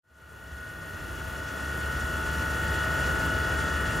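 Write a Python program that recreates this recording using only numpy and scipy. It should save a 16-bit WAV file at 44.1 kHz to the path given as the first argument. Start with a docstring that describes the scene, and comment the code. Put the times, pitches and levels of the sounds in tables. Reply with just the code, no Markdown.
"""A wire saw runs steadily in a workshop and swells from silence as it is approached.
From the start the motor throbs, meshing gears lead a cluster of steady whines (three beat slowly),
the frame rumbles and the wire hisses over its pulleys. From 1 to 2 s a pulley whine gains on the
rest; past halfway the motor whine reaches its own peak, still below the gear whine.
The swell tops out near 3 s and holds to the end."""
import sys
import numpy as np
from scipy.fft import rfft, irfft
from scipy.io import wavfile

SR = 44100
rng = np.random.default_rng(int(sys.argv[2]) if len(sys.argv) > 2 else 0)


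def wav_record(signal):
    """Record a signal, one row per channel, as 16-bit PCM in the file named by sys.argv[1]."""
    frames = np.transpose(np.atleast_2d(signal))
    bounded = np.clip(frames, -1, 1)
    # unit amplitude maps onto the largest positive 16-bit level
    quanta = np.round(bounded * 32767).astype(np.int16)
    wavfile.write(sys.argv[1], SR, quanta)


N = 176400
TIME_S = np.arange(N) / SR
BIN_HZ = np.maximum(np.arange(N // 2 + 1) * SR / N, 1)

# approach swell, added to all levels below: (time [s], gain [dB])
APPROACH_DB = [(0, -84), (.028, -70), (.042, -43.5), (.11, -29.5), (.2, -22.5), (.35, -16), (.6, -12),
               (1, -7), (1.5, -4), (1.9, -1.5), (2.25, -0.4), (2.6, 1), (3.05, 2.5), (3.5, 2), (4, 2)]
# gear mesh whine: (time [s], level [dB])
MESH_DB = [(0, -34.5), (.4, -37), (.65, -31.5), (1, -39), (1.25, -37.5), (1.5, -35.5), (2.6, -35),
           (3.05, -33.5), (3.6, -35.5), (4, -37)]
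# pulley whine: (time [s], level [dB])
PULLEY_DB = [(0, -55), (1, -53), (2, -44.5), (3, -44), (4, -41.5)]
# motor whine: (time [s], level [dB])
MOTOR_DB = [(0, -51), (.45, -50), (.65, -58), (1.2, -49.5), (1.8, -53.5), (2.3, -47.5), (2.75, -47),
            (3, -50), (3.4, -49), (4, -51.5)]
# motor hum: (time [s], level [dB])
HUM_DB = [(0, -43), (.3, -33.5), (.43, -47), (.53, -26.5), (.72, -53), (.95, -35), (1.25, -38),
          (1.5, -40.5), (1.8, -34), (2.1, -37.5), (2.35, -36), (2.55, -34.5), (2.8, -36.5), (3.15, -40),
          (3.55, -39.5), (3.8, -36), (4, -39)]
# lesser gear and bearing whines:
# (pitch [Hz], halfway level before trim [dB], slope [dB/s], left minus right [dB], left lead [rad])
LESSER_WHINES = [(235.9, -55.0, -0.1, 2, 0.1), (643.7, -50.0, -0.2, 6, 0.4), (1048.0, -60.0, 0, 2, 0.0),
                 (1076.4, -56.0, -0.5, 4, 0.6), (1183.7, -53.5, 0.3, 2, -0.1),
                 (1212.3, -54.5, -1.7, 5, -0.1), (1263.4, -56.0, 0.4, 2, 0.7),
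                 (1287.8, -54.5, 1.3, -1, -0.3), (1387.1, -47.5, -1.5, 1, -0.3),
                 (1403.2, -45.3, -0.2, 5, -0.3), (1428.0, -57.0, 0, 2, -0.3),
                 (1494.8, -51.0, -0.6, 6, -0.3), (1532.5, -58.0, -0.4, 2, 0.1),
                 (1659.1, -55.0, 1.2, 1, 0.0), (1725.5, -50.5, 1.3, 4, -0.1),
                 (1760.5, -60.0, -0.3, 0, -0.3), (1827.0, -57.5, -0.3, 6, -0.5),
                 (1893.4, -62.0, 0.4, -1, -0.1), (1932.6, -59.5, 0.8, 1, 0.0), (1942.0, -62.0, 0, 0, 0.0),
                 (2030.7, -60.5, -0.8, 0, 0.0), (2120.0, -66.0, 0, 0, 0.0), (2128.3, -65.0, 0.9, 0, 0.0),
                 (2159.1, -62.0, 0.7, 0, 0.0), (2336.0, -66.5, 0, 0, 0.1), (2524.5, -59.5, 0.2, 0, 0.2),
                 (2590.9, -66.0, -0.5, 0, 0.1), (2642.1, -63.0, -0.4, 0, 0.2), (2708.0, -57.3, 0.2, 0, 0.4),
                 (2716.0, -62.5, 0.5, 0, 0.4), (2740.0, -68.0, 0.5, 0, 0.4), (2764.0, -68.0, 0.5, 0, 0.4),
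                 (2985.0, -66.5, 0.5, 0, 0.5), (3046.0, -65.5, -0.2, 0, 0.3), (3288.4, -69.0, 0.5, 0, 0.4),
                 (3310.0, -67.0, 0, 0, 0.5), (3321.7, -66.5, -0.5, -1, 0.5), (3351.3, -59.0, 0.7, 0, 0.6),
                 (3384.5, -57.7, 0.8, 0, 0.5), (3417.6, -65.0, 1.4, 0, 0.5), (3460.5, -67.5, 0.2, 1, 0.5),
                 (3650.0, -70.0, 0, 0, 0.4), (3723.0, -71.5, 0, 0, 0.4), (3756.1, -71.0, -0.0, 1, 0.4),
                 (4028.0, -73.5, 0, 0, 0.4), (4062.0, -73.5, 0, 0, 0.4), (4094.5, -65.0, -1.2, 0, 0.4),
                 (4247.8, -73.0, -1.0, 0, 0.0), (4296.0, -72.0, 0, 0, 0.3), (4314.3, -65.3, -1.0, 0, 0.3),
                 (4363.0, -74.5, 0, 0, 0.3), (4451.0, -70.5, 0.6, 0, 0.2), (4683.6, -68.0, 0.6, 0, 0.2),
                 (4704.8, -66.8, 1.8, 0, 0.2), (5190.6, -71.5, 1.1, 0, 0.0), (5382.0, -72.5, 0, 0, 0.0),
                 (5538.0, -72.5, 0, 0, 0.0), (5756.1, -72.0, -0.2, 0, 0.0), (5768.0, -71.5, 0, 0, 0.0),
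                 (5918.0, -73.0, 0, 0, 0.0), (6772.0, -72.0, 0, 0, 0.0)]
# whine pairs: (pitch [Hz], halfway level [dB], slope [dB/s], partner gain [dB], beat rate [Hz],
# crest time [s], flutter [0-1])
WHINE_PAIRS = [(1860.2, -47, .1, -4, .97, .72, 0), (1908.2, -48.4, 0, -12, 2.77, .56, 0),
               (2923.1, -55.2, .6, -5, 4.2, .45, .55)]
# frame and motor rumble: (frequency [Hz], density [dB/Hz])
RUMBLE_SPECTRUM = [(20, -83), (38, -76), (50, -61), (95, -56), (122, -61), (158, -59), (190, -66.5),
                   (330, -65.5), (420, -68), (500, -68), (620, -69.5), (730, -73.5), (1100, -76),
                   (2000, -100)]
# deepest band of the rumble, irregular rise and fall: (time [s], gain [dB])
DEEP_BAND_DB = [(0, 1), (.44, 4.5), (.53, 8), (.68, 2), (1.2, 8), (1.45, -3.5), (2.05, 4), (2.55, 2.5),
                (3.1, 1.5), (4, 4.5)]
# pulley whirr and wire hiss: (frequency [Hz], density [dB/Hz])
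HISS_SPECTRUM = [(700, -100), (1150, -76.5), (1420, -68), (1850, -76.5), (2030, -78.5), (2450, -83),
                 (2900, -79.5), (3150, -84), (3350, -83), (3900, -89), (5000, -88), (6800, -85.5),
                 (7450, -85.5), (7700, -81.5), (8850, -80), (9150, -88), (10000, -89.5), (10550, -88),
                 (11300, -93.5), (12700, -89), (13150, -87), (13600, -92), (15700, -99)]
# top band of the hiss: (time [s], gain [dB])
HISS_TOP_DB = [(0, 2), (.7, 2), (1.5, 0.5), (2.5, -1.2), (3.1, -2.5), (4, -5)]
# left-right likeness of the noise: (frequency [Hz], correlation [0-1])
STEREO_CORRELATION = [(30, 0.66), (60, 0.93), (150, 0.91), (220, 0.77), (320, 0.95), (550, .5), (900, 0.13),
                      (1400, 0.5), (2200, .96), (2900, 0.53), (5500, 1), (7300, 0.94), (8800, 1),
                      (9500, 0.84), (13000, 0.51)]


def drive(mesh_hz=1461.7, pulley_hz=1320.5, motor_hz=887.7, hum_hz=72.1):
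    """Meshing gear teeth give the main whine; a pulley whines, the motor whines and hums."""
    mesh = panned(tone(mesh_hz, curve(MESH_DB), waver_db=0.5), pan_db=1.5, lead_rad=-0.26)
    pulley = panned(tone(pulley_hz, curve(PULLEY_DB), waver_db=0.9), pan_db=5, lead_rad=0.61)
    motor = panned(tone(motor_hz, curve(MOTOR_DB), waver_db=0.86), pan_db=5, lead_rad=-0.37)
    hum = tone(hum_hz, curve(HUM_DB), waver_db=0).real
    return mesh + pulley + motor + hum


def lesser_whines(trim_db=-0.43):
    """Gears and bearings sing at steady pitches."""
    return sum(panned(tone(hz, ramp(db + trim_db, db_per_s), waver_db=1.57), pan_db, lead_rad)
               for hz, db, db_per_s, pan_db, lead_rad in LESSER_WHINES)


def beating_whines(shaft_hz=33.2, skew=0.27):
    """Parts turning at nearly equal speeds beat; the highest whine also flutters once per shaft turn."""
    shaft_rad = 2 * np.pi * shaft_hz * TIME_S
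    wobble = 2 * (np.cos(shaft_rad) - 1j * skew * np.sin(shaft_rad))  # mostly level, a little pitch
    out = np.zeros(N)
    for hz, db, db_per_s, partner_db, beat_hz, crest_s, flutter in WHINE_PAIRS:
        whine = tone(hz, ramp(db, db_per_s), waver_db=1)
        partner = from_db(partner_db) * np.exp(2j * np.pi * beat_hz * (TIME_S - crest_s))
        out += (whine * (1 + partner + flutter * wobble)).real
    return out


def frame(crossover_hz=86):
    """Low rumble whose deepest band rises and falls irregularly in level."""
    rumble, upper = stereo_noise(RUMBLE_SPECTRUM), highpass(crossover_hz)
    deep = irfft(rumble * (1 - upper), N) * from_db(curve(DEEP_BAND_DB))
    body = flicker(rumble * upper, depth_db=1.0, rate_hz=5.6)
    return panned(deep + body, pan_db=0.5)


def wire(crossover_hz=9800):
    """The wire hisses over its pulleys; the top band swells less than the rest."""
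    hiss, upper = stereo_noise(HISS_SPECTRUM), highpass(crossover_hz)
    top = flicker(hiss * upper, depth_db=1.5, rate_hz=36) * from_db(curve(HISS_TOP_DB))
    return top + flicker(hiss * (1 - upper), depth_db=1.94, rate_hz=25)


def bearings(count=80, low_hz=2192, high_hz=7065, base_db=-75.5, db_per_octave=1.5, spread_db=1.5):
    """Faint bearing tones at random pitches give the hiss a metallic ring."""
    offsets, phases = rng.random((2, count))
    pitches_hz = low_hz * (high_hz / low_hz) ** ((np.arange(count) + offsets) / count)
    levels_db = base_db + db_per_octave * np.log2(pitches_hz / low_hz)
    levels_db += spread_db * rng.standard_normal(count)
    return np.sqrt(2) * sum(from_db(db) * np.sin(2 * np.pi * (hz * TIME_S + phase))
                            for hz, db, phase in zip(pitches_hz, levels_db, phases))


def tone(hz, level_db, waver_db, waver_hz=4.2, wander_rad=0.12):
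    """Steady complex tone; level and phase waver in the room."""
    phase_rad = 2 * np.pi * (hz * TIME_S + rng.random()) + wander_rad * drift(rate_hz=0.66)
    return np.sqrt(2) * from_db(level_db + waver_db * drift(waver_hz)) * np.exp(1j * phase_rad)


def stereo_noise(spectrum):
    """Left and right noise spectra, partly correlated."""
    mid, side = rfft(rng.standard_normal((2, N)))
    correlation = np.clip(per_bin(STEREO_CORRELATION), -.99, .99)
    width = np.sqrt((1 - correlation) / (1 + correlation))
    return (mid + width * side * [[1], [-1]]) * from_db(per_bin(spectrum)) * np.sqrt(SR / 2)


def flicker(spectra, depth_db, rate_hz, octaves=10):
    """Noise from spectra, each octave wavering on its own."""
    octave = np.clip(np.log2(SR / 2 / BIN_HZ), 0, octaves - 1)
    bands = (irfft(spectra * np.maximum(1 - abs(octave - k), 0), N) for k in range(octaves))
    return sum(band * from_db(depth_db * drift(rate_hz)) for band in bands)


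def drift(rate_hz):
    """Low-passed noise, zero mean, unit spread."""
    slow = irfft(rfft(rng.standard_normal(N)) / (1 + (BIN_HZ / rate_hz) ** 2), N)
    return (slow - slow.mean()) / slow.std()


def panned(x, pan_db, lead_rad=0):
    """Stereo placement by level and, for complex tones, phase."""
    side = np.array([[.5], [-.5]])
    return (x * from_db(side * pan_db) * np.exp(1j * side * lead_rad)).real


def highpass(hz):
    """Smooth crossover gain per bin."""
    return 1 / (1 + (hz / BIN_HZ) ** 8)


def ramp(halfway_db, db_per_s):
    """Steady level change as the listener moves."""
    return halfway_db + db_per_s * (TIME_S - TIME_S.mean())


def curve(rows):
    """Time table at every sample."""
    return np.interp(TIME_S, *np.transpose(rows))


def per_bin(rows):
    """Frequency table at every bin."""
    hz, value = np.transpose(rows)
    return np.interp(np.log(BIN_HZ), np.log(hz), value)


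def from_db(db):
    """Decibels to gain."""
    return 10 ** (np.asarray(db) / 20)


def scene():
    """All parts of the saw swell together."""
    tones = drive() + lesser_whines() + beating_whines() + bearings()
    return from_db(curve(APPROACH_DB)) * (tones + frame() + wire())


def record(dry):
    """Deep treble notch and a steep top cut."""
    notch_hz, width_hz, cutoff_hz = 8262, 976, 15750
    hz = np.arange(N + 1) * SR / (2 * N)
    notch = 1 - np.exp(-(2 * (hz - notch_hz) / width_hz) ** 8)
    lowpass = 1 / np.sqrt(1 + (hz / cutoff_hz) ** 300)
    return irfft(rfft(dry, 2 * N) * notch * lowpass)[:, :N]


dry = scene()
out = record(dry)
wav_record(out)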